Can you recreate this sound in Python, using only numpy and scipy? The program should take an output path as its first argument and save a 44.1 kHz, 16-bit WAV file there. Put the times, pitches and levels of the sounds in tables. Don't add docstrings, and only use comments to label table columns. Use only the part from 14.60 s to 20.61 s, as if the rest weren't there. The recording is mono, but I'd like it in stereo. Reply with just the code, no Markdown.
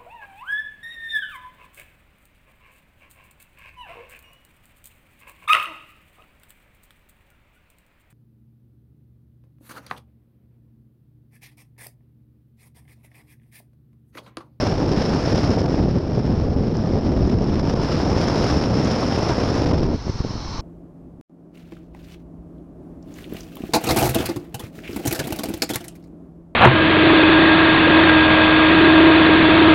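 import sys
import numpy as np
from scipy import signal
from scipy.fft import rfft, irfft
from scipy.io import wavfile
from scipy.ndimage import uniform_filter1d, map_coordinates

SR = 44100
rng = np.random.default_rng(int(sys.argv[2]) if len(sys.argv) > 2 else 0)


def store_pcm(level_fs):
    pcm = np.round(np.clip(level_fs, -1, 1) * 32767).astype(np.int16)
    wavfile.write(sys.argv[1], SR, np.atleast_2d(pcm).T)


N = 265037
TIME = np.arange(N) / SR
FREQS = np.maximum(np.arange(N // 2 + 1) * SR / N, 1)

SLIP_S, SLIP_LENGTH_S = 5.35, 0.018

# [freq_hz, density_db]
TURBULENCE = [(15, -12), (28, -10.5), (60, -1), (120, 1), (300, -3), (500, -7), (1000, -19), (2000, -31),
              (3500, -36), (5500, -38.5), (7000, -51.5), (8800, -66), (11000, -65.5), (14000, -81)]
# [freq_hz, width_hz, lift_db]
CAVITIES = [(5310, 430, 13.3), (9790, 600, 8)]
# [centre_s, level_db before smoothing, half_length_s, thump_top_hz]
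BUFFETS = [(0.222, -14, 0.0008, 1200), (0.345, -13, 0.00081, 1200), (0.676, -7.5, 0.00062, 1000),
           (0.746, -9, 0.0015, 900), (0.783, -9, 0.00056, 1300), (0.844, -13, 0.002, 800),
           (0.981, -13, 0.0007, 1200), (1.06, -14.5, 0.0016, 1100), (1.143, -11, 0.00045, 1100),
           (1.229, -16, .0012, 700), (1.523, -20, .0007, 900), (1.582, -11.5, 0.00074, 900),
           (1.703, -17, 0.00068, 800), (2.009, -12, 0.001, 696), (2.133, -14.5, 0.0016, 600),
           (2.523, -11.5, .0006, 800), (3.566, -9, 0.001, 1200), (3.729, -12.5, .0005, 1400),
           (3.828, -13, 0.0006, 1500), (4.073, -13, 0.0009, 1300), (4.198, -15, 0.00052, 1100),
           (4.578, -9, 0.00059, 1410), (4.782, -10.5, 0.0007, 1000), (4.907, -25, 0.00063, 1400),
           (4.966, -17, 0.00056, 1500), (5.023, -9.5, 0.00062, 1200), (5.134, -10.5, 0.0011, 900),
           (5.232, -10, 0.00083, 900), (5.325, -20, 0.0006, 800), (5.347, -12.5, 0.0017, 700),
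           (5.471, -17.5, 0.0011, 600), (5.481, -17, 0.00031, 1100), (5.498, -11.5, 0.0015, 550),
           (5.557, -21.5, 0.0023, 200), (5.606, -12, 0.0021, 450), (5.649, -12, 0.00062, 720),
           (5.667, -22.5, 0.0029, 250), (5.708, -20, 0.0014, 350), (5.715, -23.5, 0.00033, 800),
           (5.755, -18, 0.0011, 400), (5.764, -26, .001, 350), (5.957, -26.5, 0.0042, 200),
           (5.995, -19, 0.0021, 200)]


def wake(deep_hz=68, large_hz=330, small_hz=650, fine_hz=1200):
    # [time_s, level_db]
    flow_rows = [(0.0, -31.5), (0.25, -39), (0.42, -33.5), (0.58, -35), (0.68, -31), (0.88, -35.5),
                 (1.15, -40), (1.4, -44.5), (1.65, -42), (1.95, -45), (2.2, -41.5), (2.8, -42), (3.19, -37),
                 (3.25, -33), (3.45, -35), (3.9, -30), (4.11, -36), (4.27, -32.5), (4.9, -33), (5.05, -35),
                 (5.34, -44.5)]
    # [time_s, level_db]
    rumble_rows = [(0, -20), (1.2, -21.5), (2.0, -20.5), (2.7, -18.5), (3.3, -22), (4.2, -20), (4.65, -25),
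                   (5.0, -20), (5.3, -22)]
    # [time_s, level_db]
    deep_rows = [(0, -35.5), (0.28, -28), (0.6, -31), (0.85, -31), (1.05, -34), (1.25, -24.5), (1.42, -34),
                 (1.8, -24), (2.2, -30), (2.7, -23.5), (3.5, -31.5), (3.9, -28.5), (4.4, -36.5),
                 (5.0, -30.5), (5.28, -23), (5.42, -35.5), (5.82, -36.5), (6.0, -34.5)]
    # [centre_s, half_length_s, gain_db]
    gust_rows = [(0.21, .02, 0.5), (0.42, 0.023, 0), (0.91, .015, 5.5), (1.215, 0.035, 4),
                 (1.365, .02, 4.5), (1.58, 0.016, 2.5), (1.703, 0.027, 2.5), (2.371, 0.014, 2),
                 (2.737, .025, 2.5), (4.16, 0.023, 3), (4.705, 0.016, 4.5), (5.14, .025, 3.5)]
    # [centre_s, half_length_s, loss_db]
    lull_rows = [(0.157, .018, 6.5), (0.365, 0.009, 2), (0.625, .035, 6), (1.335, .01, 3),
                 (1.435, 0.058, 4.5), (1.622, 0.016, 3.5), (1.77, 0.01, 3), (2.18, 0.086, 3),
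                 (2.407, 0.014, 8), (2.55, 0.0076, 6.5), (2.77, 0.014, 3), (2.85, 0.0077, 4.5),
                 (3.272, 0.018, 5.5), (4.009, 0.014, 5.5), (4.753, .016, 5)]
    burst_calming = 0.18
    middle_mean_db, middle_swell = -26.5, 0.35
    middle_lumps = 0.55
    large_waver_db, middle_waver_db = 1.62, 1.0
    large_loss_db, middle_loss_db = 16.5, 16

    flow_db, = in_time(flow_rows)
    flow_db = flow_db - flow_db.mean()
    speed_db = uniform_filter1d(flow_db, size=SR // 3)
    rumble_db, = in_time(rumble_rows)
    deep_db, = in_time(deep_rows)
    lumps_db = swells(gust_rows) - swells(lull_rows)
    bursts = rms_one(drift(rate=210) + 0.34 * drift(rate=180)).clip(-2.0, 2.0)
    bursts = bursts * from_db(-burst_calming * speed_db)

    deep = eddies(below(deep_hz), bursts, burst_db=2.0, steady_s=0.24)
    rumble = eddies(between(deep_hz, large_hz), bursts, burst_db=2.0, steady_s=0.27)
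    large = evened(rumble + 1.45 * flaps() * (1 - slipped()), 0.062)
    roar = eddies(between(large_hz, small_hz), bursts, burst_db=3.0, steady_s=0.21)
    rush = eddies(between(small_hz, fine_hz), bursts, burst_db=3.0, steady_s=0.035)
    middle = evened(roar + rush * from_db(-5.5 + 0.6 * speed_db), 0.034)

    large_db = rumble_db + lumps_db + large_waver_db * drift(rate=60)
    middle_db = middle_mean_db + middle_swell * speed_db + middle_lumps * lumps_db
    middle_db = middle_db + middle_waver_db * drift(rate=16)
    low = large * from_db(large_db) * wake_left(large_loss_db)
    low = low + middle * from_db(middle_db) * wake_left(middle_loss_db)
    low = (low + deep * from_db(deep_db)) * room_for_thumps()

    front_top_hz = 420
    fronts = shaped(np.gradient(low), below(front_top_hz)).clip(-2.5, 2.5)
    fine = finest_eddies(fronts, bursts, flow_db, speed_db, lumps_db, fine_hz)
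    return low + fine + sizzle(fronts)


def finest_eddies(fronts, bursts, flow_db, speed_db, lumps_db, fine_hz):
    # [centre_s, half_length_s, gain_db]
    flare_rows = [(0.07, 0.0084, 5), (0.845, 0.0033, 6.5), (0.989, 0.011, 4.5), (1.061, 0.0042, 7.5),
                  (1.148, .012, 3), (1.386, .005, 4), (2.696, 0.0036, 6), (2.997, 0.0039, 4),
                  (3.1, 0.014, 3), (3.613, 0.0056, 5.5), (5.182, 0.0045, 6), (5.233, 0.0045, 7),
                  (5.268, .004, 0)]
    # [centre_s, half_length_s, loss_db]
    gap_rows = [(0.108, 0.0054, 3), (0.134, 0.0049, 7), (0.741, 0.0056, 8), (0.974, 0.004, 14),
                (1.05, 0.0054, 8), (1.073, 0.0059, 10), (2.77, 0.015, 4), (3.023, 0.0055, 8),
                (3.148, 0.0052, 14), (3.196, 0.018, 3.5), (5.055, 0.0028, 16), (5.129, 0.0054, 12),
                (5.213, .004, 9)]
    front_db, front_calming = 1, 0.28
    treble_swell, treble_hz = 0.42, 6300
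    mean_db, swell = -37, 1
    lump_share, waver_db, loss_db = 0.4, 1.31, 4

    fine = eddies(1 - below(fine_hz), bursts, burst_db=1.6, steady_s=0.061)
    flare_db = front_db * fronts * from_db(-front_calming * speed_db)
    fine = evened(fine * from_db(flare_db), 0.11) + from_db(-28) * crackle()
    dull = irfft(rfft(fine) * below(treble_hz), N)
    fine = dull + (fine - dull) * from_db(treble_swell * speed_db)
    fine_db = mean_db + swell * flow_db + lump_share * lumps_db
    fine_db = fine_db + swells(flare_rows) - swells(gap_rows) + waver_db * drift(rate=64)
    return fine * from_db(fine_db) * wake_left(loss_db)


def eddies(share, bursts, burst_db, steady_s):
    pressure = rng.standard_normal(N) * from_db(burst_db * bursts)
    response = colour(TURBULENCE) * resonances(CAVITIES) * np.sqrt(share)
    return evened(shaped(pressure, response), steady_s)


def flaps(per_s=18, half_length_s=0.00085):
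    clicks = (rng.random(N) < per_s / SR) * rng.uniform(0.33, 1.16, N)
    return signal.fftconvolve(clicks, snap(np.arange(-600, 601) / SR / half_length_s), "same")


def snap(u):
    pulse = np.tanh(3 * u) / np.cosh(np.clip(u, -40, 40))
    return pulse / np.abs(pulse).max()


def crackle(per_s=14, low_hz=4500, high_hz=7000):
    clicks = (rng.random(N) < per_s / SR) * rng.uniform(0.35, 1, N)
    grains = np.convolve(clicks, np.hanning(SR // 600), "same") * rng.standard_normal(N)
    response = np.sqrt(between(low_hz, high_hz)) * colour(TURBULENCE) ** 0.36 * resonances(CAVITIES)
    return shaped(grains, response)


def sizzle(fronts, level_db=-82, front_db=4.5, low_hz=9500, high_hz=14000):
    spitting = rng.standard_normal(N) * from_db(front_db * fronts)
    return from_db(level_db) * shaped(spitting, np.sqrt(between(low_hz, high_hz)))


def slipped():
    return np.clip((TIME - SLIP_S) / SLIP_LENGTH_S, 0, 1)


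def wake_left(loss_db, patch_s=0.015, full_patch_db=1.5):
    patches = swells((s, patch_s, from_db(db - full_patch_db)) for s, db, *_ in BUFFETS)
    return np.minimum(from_db(-loss_db * slipped()) + patches, 1)


def room_for_thumps(half_length_s=0.0015, loss_db=7):
    return from_db(-swells((s, half_length_s, loss_db) for s, *_ in BUFFETS))


def buffets():
    thumps = np.zeros(N)
    for centre_s, level_db, half_length_s, top_hz in BUFFETS:
        smoothing = signal.butter(3, top_hz, fs=SR, output="sos")
        pulse = snap((TIME - centre_s) / half_length_s)
        thumps += from_db(level_db) * signal.sosfiltfilt(smoothing, pulse)
    return thumps


def ticks(length_s=0.00094, centre_hz=5600, width_hz=1500, skirt=.14):
    # [centre_s, level_db]
    tick_rows = [(0.32, -31), (0.806, -28), (0.906, -24), (1.004, -28), (2.17, -24.5), (2.674, -34),
                 (2.825, -36), (4.248, -21)]
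    band = 1 / (1 + ((FREQS - centre_hz) / width_hz) ** 4) + skirt * between(1500, 8000)
    grain = evened(shaped(rng.standard_normal(N), resonances(CAVITIES) * band), 0.0033) / 2
    return grain * swells((s, length_s, from_db(db)) for s, db in tick_rows)


def airstream(waver_db=0.15, tone_waver_db=0.9, tone_db=-3.5, tone_rise_db_per_s=9, pitch_wander=.005):
    # [freq_hz, density_db]
    air_colour = [(100, 15.5), (450, -6.5), (850, -1), (1600, -10), (3000, -13), (4700, -16), (5700, -13),
                  (6250, -16.5), (6900, -27), (8500, -39.5), (14000, -48)]
    # [freq_hz, width_hz, lift_db]
    wire_rows = [(1050, 400, 10.5), (2220, 150, 5.5), (3130, 150, 3.5), (4040, 310, 11.5), (4340, 230, 14),
                 (5470, 200, 2.5), (6170, 330, 7), (7450, 280, 8.5)]
    # [centre_s, half_length_s, gain_db]
    wobble_rows = [(5.49, 0.031, 3), (5.585, 0.022, 3), (5.628, 0.014, -5)]
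    sheltered_db, open_db = -60.5, -37
    rise_db_per_s, opening_s = 4.5, 0.14

    since_slip = TIME - SLIP_S
    opened = np.clip(1 + since_slip / opening_s, 0, 1)
    level_db = sheltered_db * (1 - opened) + (open_db + rise_db_per_s * since_slip) * opened
    plain = colour(air_colour) * resonances(CAVITIES)
    air = irfft(rfft(rng.standard_normal(N)) * plain, N)
    for wire in wire_rows:
        peak = np.sqrt(np.abs(resonances([wire]) ** 2 - 1))
        tone = irfft(rfft(rng.standard_normal(N)) * plain * peak, N)
        pace = 1 + pitch_wander * drift(rate=6)
        tone = map_coordinates(tone, [np.cumsum(pace)], order=3, mode="mirror")
        rise_db = tone_rise_db_per_s * since_slip.clip(0)
        air += tone * from_db(tone_db + rise_db + tone_waver_db * drift(rate=5.1))
    return rms_one(air) * from_db(level_db + waver_db * drift(rate=30) + swells(wobble_rows))


def from_db(db):
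    return 10 ** (np.asarray(db) / 20)


def rms_one(x):
    return x / np.sqrt(np.mean(x ** 2) + 1e-20)


def in_time(rows):
    s, *columns = np.transpose(rows)
    return [np.interp(TIME, s, c) for c in columns]


def swells(rows):
    return sum(height * np.exp(-((TIME - s) / half_length) ** 2) for s, half_length, height in rows)


def colour(points):
    hz, db = np.transpose(points)
    return from_db(np.interp(np.log(FREQS), np.log(hz), db))


def resonances(modes):
    added_power = sum((from_db(db) ** 2 - 1) / (1 + (2 * (FREQS - hz) / width) ** 2)
                      for hz, width, db in modes)
    return np.sqrt(1 + added_power.clip(-.5))


def below(edge_hz):
    return 1 / (1 + (FREQS / edge_hz) ** 6)


def between(low_hz, high_hz):
    return below(high_hz) * (1 - below(low_hz))


def shaped(x, response):
    return rms_one(irfft(rfft(x) * response, N))


def drift(rate):
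    return shaped(rng.standard_normal(N), 1 / (1 + (FREQS / rate) ** 2))


def evened(x, seconds):
    size = max(int(seconds * SR), 2)
    power = uniform_filter1d(uniform_filter1d(x ** 2, size), size)
    return x / np.sqrt(power + 1e-12)


def scene():
    # [freq_hz, difference_db]
    balance_rows = [(25, -.65), (250, -.52), (600, -.3), (1100, -.04)]
    mono = rfft(wake() + buffets() + ticks() + airstream())
    lean = np.sqrt(colour(balance_rows))
    return irfft(mono * [lean, 1 / lean], N)


def record(dry, suction_ceiling=0.49, push_ceiling=0.58, hiss_db=-78, cutoff_hz=15700):
    low = signal.sosfiltfilt(signal.butter(2, 2200, fs=SR, output="sos"), dry)
    load = 1 + (low / np.where(low < 0, suction_ceiling, push_ceiling)) ** 6
    rounded = (low + (dry - low) / load) / load ** (1 / 6)
    hiss = np.array([shaped(rng.standard_normal(N), np.sqrt(below(9000))) for side in "LR"])
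    soft_ends = np.clip(np.minimum(TIME, TIME[::-1]) / .002, 0, 1)
    out = (rounded + from_db(hiss_db) * hiss) * soft_ends
    return signal.sosfilt(signal.cheby2(12, 70, cutoff_hz, fs=SR, output="sos"), out)


dry = scene()
out = record(dry)
store_pcm(out)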